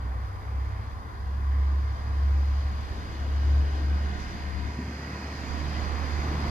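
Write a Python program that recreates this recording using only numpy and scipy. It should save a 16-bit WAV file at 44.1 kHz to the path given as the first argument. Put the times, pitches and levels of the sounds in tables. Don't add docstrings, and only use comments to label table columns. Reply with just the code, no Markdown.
import sys
import numpy as np
from scipy import signal
from scipy.fft import rfft, irfft, next_fast_len
from scipy.io import wavfile
from scipy.ndimage import uniform_filter1d, map_coordinates

SR = 44100
rng = np.random.default_rng(int(sys.argv[2]) if len(sys.argv) > 2 else 0)


def materialize(psi):
    bounded = np.clip(np.atleast_2d(psi).T, -1, 1)
    quanta = np.round(bounded * 32767).astype(np.int16)
    wavfile.write(sys.argv[1], SR, quanta)


N = 286650
TIME = np.arange(N) / SR
SIDES = np.array([[.5], [-.5]])


def amp(db):
    return 10 ** (np.asarray(db) / 20)


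def unit(x):
    return x / np.sqrt(np.mean(x ** 2) + 1e-20)


def along(points, hz, column=1):
    table = np.transpose(points)
    return np.interp(np.log(hz + 1), np.log(table[0] + 1), table[column])


def curves(rows):
    times, *columns = np.transpose(rows)
    return [np.interp(TIME, times, column) for column in columns]


def wobble(rate):
    return map_coordinates(rng.standard_normal(int(N * rate / SR) + 4), [TIME * rate])


def bursts(rows, rise, t60):
    ages = [(np.maximum(TIME - start, 0), db) for start, db in rows]
    return sum(amp(db - 60 * age / t60) * (1 - np.exp(-age / rise)) for age, db in ages)


def panned(x, left_db):
    gains = amp(SIDES * left_db)
    return x * gains / np.sqrt(np.mean(gains ** 2, axis=0))


def filtered(x, response):
    size = next_fast_len(N + SR // 2)
    return irfft(rfft(x, size) * response(np.fft.rfftfreq(size, 1 / SR)), size)[..., :N]


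def coloured(x, colour):
    return filtered(x, lambda hz: amp(along(colour, hz)))


def noise(colour, shape=(2, N)):
    return unit(coloured(rng.standard_normal(shape), colour))


# frequency in Hz, how alike they sound from 0 to 1,
# left's lead in radians, left over right in dB.
MIC_PORTS = [(30, 0.37, 0, -1), (120, 0.89, 0, 0), (332, 0.9, 0.24, 0), (635, 0.59, -0.54, 1),
             (830, 0.72, -2, 1), (1033, 0.29, -2, .3), (1418, 0.72, -3.5, 1.5), (1790, 0.6, -5.5, 0),
             (2210, 0.7, -5, -6.5), (2470, .76, -5.5, -0.5), (3040, 0.96, -6.5, .5), (3250, 0.62, -7.5, 10),
             (4090, 0.34, -10, 4.5), (4590, 0.64, -10.5, 12), (5060, 0.64, -14.5, 2.5),
             (5840, 0.33, -14.5, -8), (6760, 0.3, -15, -10), (7400, 0.18, -18, 2.5)]
def at_ports(noises, colour):
    def blend(hz):
        angle = np.arccos(np.clip(along(MIC_PORTS, hz), 0, 1)) / 2
        return amp(along(colour, hz)) * np.array([np.cos(angle), np.sin(angle)])

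    def housing(hz):
        lead = np.exp(1j * SIDES * along(MIC_PORTS, hz, column=2))
        return panned(lead, along(MIC_PORTS, hz, column=3))

    shared, apart = filtered(noises, blend)
    pair = filtered(np.array([shared + apart, shared - apart]), housing)
    return pair / np.std(pair.mean(0))


def rush(colour, patchy_db):
    cells = signal.stft(rng.standard_normal((2, N)), nperseg=1024)[2]
    patches = uniform_filter1d(rng.standard_normal(cells.shape[1:]), size=6, axis=0)
    patches = uniform_filter1d(patches, size=12, axis=1)
    noises = signal.istft(cells * amp(patchy_db * unit(patches)), nperseg=1024)[1]
    return at_ports(noises[:, :N], colour)


# frequency in Hz, relative level in dB.
AIR_COLOUR = [(3000, -25), (7000, -10.5), (11000, -2), (14000, -8)]
# time in seconds, relative levels in dB of rails and of machinery.
NEARING = [(0, -64.5, -58.5), (.85, -63, -55.5), (1, -64.5, -64), (2.8, -55.5, -52), (4, -54.5, -52.5),
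           (4.25, -53.5, -48), (4.6, -54.5, -50.5), (5.6, -50, -45.5), (6.5, -49, -44.5)]
def air():
    hiss = amp(np.linspace(-72.5, -70, N)) * noise(AIR_COLOUR)
    fizz_colour = [(4000, -34), (7500, -5), (9000, -12), (14000, -13.5)]
    fizz = amp(curves(NEARING)[0] - 16) * noise(fizz_colour)
    return hiss + fizz


# frequency in Hz, relative level in dB.
RAIL_COLOUR = [(1700, -57), (2750, -6), (3400, -0.5), (4000, -2.5), (4400, -2), (4690, 0.8), (4900, -2.5),
               (5080, -0.5), (5350, -7.5), (5900, -8), (6400, -10), (6800, -8), (7200, -23), (14000, -44)]
def rails(firing):
    level = amp(curves(NEARING)[0] - 0.1 + 0.51 * wobble(12))
    return level * (1 + 0.022 * np.cos(firing)) * rush(RAIL_COLOUR, patchy_db=0.9)


# frequency in Hz, relative level in dB.
WHIR_COLOUR = [(1050, -61), (1700, -0.5), (1900, 0.5), (2150, -0.5), (2400, -3.5), (2750, -11), (4500, -63)]
def machinery(beat):
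    return amp(curves(NEARING)[1] - 3.5) * beat * rush(WHIR_COLOUR, patchy_db=-0.5)


# time in seconds, level in dB.
FAR_LEVEL = [(0, -53), (1.1, -51.5), (1.6, -51.5), (2.6, -52.5), (4, -55.5), (4.9, -56), (6, -46),
             (6.5, -44.5)]
# frequency in Hz, relative level in dB.
FAR_COLOUR = [(250, -25), (450, -7.5), (620, -15), (770, 0), (900, -2.5), (1020, 2.5), (1150, -0.5),
              (1300, -4), (1600, -7), (2100, -8), (2800, -35), (6000, -71)]
def far_track():
    return amp(curves(FAR_LEVEL)[0]) * rush(FAR_COLOUR, patchy_db=2)


# time in seconds, level in dB.
RUMBLE_LEVEL = [(0, -39.5), (1.6, -41.5), (2.9, -38), (4.1, -40.5), (4.7, -40.5), (5.6, -37.5), (6.5, -35)]
# frequency in Hz, relative level in dB.
RUMBLE_COLOUR = [(12, -40), (25, -1), (42, 0), (55, 2.5), (75, 1.5), (115, -3), (140, -27.5), (220, -54)]
# time in seconds, left over right in dB.
BASS_LEAN = [(0, -.5), (1.5, -1.1), (3.9, 1.5), (4.2, -5), (4.42, -0.5), (4.55, 12.5), (4.8, -4), (5.2, -8),
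             (5.45, -34), (5.6, -20), (5.72, -6), (5.9, -23), (6.15, -14), (6.33, -2), (6.5, -6.5)]
def ground():
    level = amp(curves(RUMBLE_LEVEL)[0] + 0.68 * wobble(4))
    return level * panned(rush(RUMBLE_COLOUR, patchy_db=-0.5), curves(BASS_LEAN)[0])


# time in seconds, level in dB.
BOOM_LEVEL = [(0, -51.5), (1.3, -51.5), (2.3, -49), (3.1, -45), (4.25, -40.5), (4.6, -44.5), (5.1, -41.5),
              (5.42, -43.5), (5.6, -40), (5.95, -40), (6.5, -37)]
# frequency in Hz, relative level in dB.
BOOM_COLOUR = [(70, -36), (115, 1.5), (150, -0.5), (210, 2), (260, -4), (315, 0), (400, -9), (650, -16),
               (2000, -80)]
def car_body(beat):
    level = amp(curves(BOOM_LEVEL)[0] + 0.75 * wobble(12))
    return level * beat * rush(BOOM_COLOUR, patchy_db=2)


# start in seconds, relative level in dB.
WIND_PUSHES = [(4.69, -36), (4.775, -21.5), (4.80, -26), (4.826, -31), (4.852, -30)]
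# frequency in Hz, relative level in dB.
FLUTTER_COLOUR = [(50, -25), (110, -5), (160, 2), (205, -1), (250, 1), (310, -5), (380, -15), (470, -18),
                  (600, -32), (1500, -65)]
# start in seconds, relative level in dB.
WIND_THUMPS = [(4.778, -24), (4.86, -32)]
# pitch in Hz, relative level in dB, seconds to fall 60 dB.
HOUSING_NOTES = [(168, 0, 0.15), (248, -1, 0.24), (315, -9, .11), (475, -15, .08)]
def wind():
    flutter = bursts(WIND_PUSHES, rise=0.016, t60=0.12) * noise(FLUTTER_COLOUR, shape=N)
    knocks = np.zeros(N)
    for start, thump_db in WIND_THUMPS:
        for hz, note_db, t60 in HOUSING_NOTES:
            level = bursts([(start, thump_db + note_db)], rise=0.0099, t60=t60)
            knocks += level * np.sin(2 * np.pi * hz * (TIME - start))
    return flutter + knocks


# start in seconds, relative level in dB.
SCUFFS = [(4.187, -45), (4.272, -55)]
# frequency in Hz, relative level in dB.
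SCUFF_COLOUR = [(3000, -16), (4600, 0), (5600, -2), (6700, 1), (7300, -14), (9000, -17), (14000, -26)]
def flange():
    return bursts(SCUFFS, rise=0.022, t60=0.28) * noise(SCUFF_COLOUR)


# start in seconds, relative level in dB.
JOINT_KNOCKS = [(1.95, -43.5), (3.745, -40.5), (6.385, -36.5)]
# frequency in Hz, relative level in dB.
KNOCK_COLOUR = [(250, -28), (430, 0), (560, -12), (700, 6), (850, -8), (1300, -12), (3000, -48)]
def joints():
    return bursts(JOINT_KNOCKS, rise=0.019, t60=0.33) * rush(KNOCK_COLOUR, patchy_db=-2)


# pitch in Hz, width in Hz, relative level in dB,
# loudest moment in seconds, half the swell's length in seconds.
WHEEL_NOTES = [(712, 20, -57.5, 5.6, 3.1), (975, 25, -53.5, 5.17, 1.4), (995, 36, -58.5, 1.4, 1.6),
               (1064, 21, -59, 2.15, 1.1), (1162, 20, -60.5, 1.2, 2), (1300, 74, -52.5, 7.1, 1.6),
               (1452, 23, -57, 4.2, 0.3), (1564, 46, -55.5, 4.03, 1.14), (1593, 51, -60.5, 2.1, 0.58),
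               (1870, 27, -60, 4.54, 1.43), (1930, 32, -55.5, 5.08, 0.13), (2096, 32, -60, 4.4, 0.75),
               (2510, 32, -65, 5.55, 3.2), (2927, 90, -67.5, 3.69, 1.1)]
def wheel_ring():
    discs = np.zeros((2, N))
    for hz, width, db, loudest, half_length in WHEEL_NOTES:
        resonance = signal.iirpeak(hz, hz / width, fs=SR)
        ring = unit(signal.lfilter(*resonance, rng.standard_normal((2, N))))
        swell = np.exp(-((TIME - loudest) / half_length) ** 2)
        discs += amp(db) * swell * ring
    radiated_colour = [(300, -28), (650, -2.5), (3000, 1.5), (4500, -30)]
    return np.std(discs) * at_ports(discs, radiated_colour)


# time in seconds, level in dB.
ROAR_LEVEL = [(0, -51.5), (1.2, -53.5), (3, -50), (3.7, -47.5), (4.6, -50.5), (5.1, -43.5), (5.95, -43.5),
              (6.5, -41.5)]
# frequency in Hz, relative level in dB.
ROAR_COLOUR = [(190, -68), (400, -2.5), (590, -4.5), (740, -0.5), (1020, -2.5), (1250, -2.5), (1550, -4),
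               (1700, -13), (3000, -42.5)]
def wheel_roar():
    level = amp(curves(ROAR_LEVEL)[0] + 0.082 * wobble(8.3))
    left_db = 1.5 - 9 * curves(THIN_SHARE)[0]
    return level * panned(rush(ROAR_COLOUR, patchy_db=0), left_db)


ECHO_FADES = [-.3, .34, 1.03, 2.0, 2.97, 4.33, 7.5]
def wall_echo(multiple, strength):
    slip = np.interp(TIME, ECHO_FADES, np.arange(len(ECHO_FADES)))
    return np.abs(1 - strength * np.exp(2j * np.pi * multiple * slip))


# time in seconds, drone level in dB, chug level in dB.
EXHAUST_LEVELS = [(0, -36, -41), (.2, -31.5, -41), (.4, -39, -46.5), (.55, -28, -36), (.76, -38, -39),
                  (1.1, -36.5, -53.5), (1.57, -27, -42), (2.0, -25.5, -43.5), (2.3, -23, -45),
                  (2.9, -35, -56), (3.54, -23, -42), (3.75, -31.5, -64), (3.95, -26.5, -54),
                  (4.33, -37, -54), (4.47, -24, -57), (4.66, -25, -45.5), (4.85, -30.5, -49),
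                  (5.35, -37.5, -47), (5.6, -32, -55), (5.95, -31.5, -56), (6.5, -32, -49)]
# multiple of the firing rate,
# relative level in dB, phase wobble in radians.
ENGINE_TONES = [(2, -3, 0.95), (3.37, -6.5, 0.67), (3.7, -6, .9), (4.25, -10, 0.91)]
# time in seconds, relative level in dB.
OVERTONE_LEVEL = [(0, -62.5), (3, -58), (4.65, -50.5), (5.3, -43), (5.7, -43.5), (6.5, -40)]
# time in seconds, level in dB.
FAN_LEVEL = [(0, -72), (1.3, -60.5), (1.8, -56.5), (3.5, -68), (3.85, -57), (4.25, -49), (4.7, -54),
             (5.1, -50), (6.5, -71)]
def engine(firing):
    def tone(multiple, unrest, lead=0):
        return np.sqrt(2) * np.sin(multiple * firing + unrest * wobble(19) + lead)

    drone_db, chug_db = curves(EXHAUST_LEVELS)
    left_db = curves(BASS_LEAN)[0]
    drone = amp(drone_db + 0.067 * np.abs(left_db) + 0.7 * wobble(22)) * wall_echo(0.99, strength=0.62)
    drone = drone * tone(1, unrest=0.04, lead=-0.084 * SIDES)
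    chug = amp(chug_db + 1.17 * wobble(12)) * wall_echo(1.5, strength=0.59) * tone(1.5, unrest=0.4)
    throb_db, throbs_per_s = 5, 24
    overtones = np.zeros(N)
    for multiple, db, unrest in ENGINE_TONES:
        throb = unit(amp(throb_db * wobble(throbs_per_s)))
        overtones += amp(db) * throb * tone(multiple, unrest)
    overtones *= amp(curves(OVERTONE_LEVEL)[0])
    fan = amp(curves(FAN_LEVEL)[0] + 2.6 * wobble(7.7)) * tone(2.73, unrest=0.38)
    return panned(drone + chug, left_db) + overtones + fan


# time in seconds, firings per second.
FIRING_RATE = [(0, 62.8), (.5, 66.24), (1.1, 68.06), (1.6, 68.67), (2.1, 69.52), (3, 70), (3.4, 70.94),
               (4.3, 71.1), (5.3, 72.52), (6.5, 73.27)]
def scene():
    firing = 2 * np.pi * np.cumsum(curves(FIRING_RATE)[0]) / SR
    beat = 1 + 0.2 * np.cos(firing) + 0.045 * np.cos(firing / 2)
    railcar = engine(firing) + ground() + car_body(beat) + machinery(beat)
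    rolling = rails(firing) + wheel_roar() + far_track() + wheel_ring() + joints() + flange()
    return railcar + rolling + wind() + air()


# time in seconds, thin share of the mix from 0 to 1.
THIN_SHARE = [(4.66, 0.05), (4.8, 1), (5.33, 0.99), (5.52, 0.52)]
# frequency in Hz, gain in dB.
HOLLOW_COLOUR = [(40, -18), (70, -4.5), (120, -1), (200, -2), (1000, -2.5), (1450, -2), (1950, 0),
                 (2800, 0), (3600, -6), (4500, 0.5), (9000, -0.5)]
def record(dry):
    top_hz = 14250
    thin = curves(THIN_SHARE)[0]
    low_sides = coloured(dry - dry.mean(0), [(700, 0), (1100, -12.5), (2000, -64)])
    hollow = coloured(dry - low_sides, HOLLOW_COLOUR)
    return filtered((1 - thin) * dry + thin * hollow, lambda hz: hz < top_hz)


dry = scene()
out = record(dry)
materialize(out)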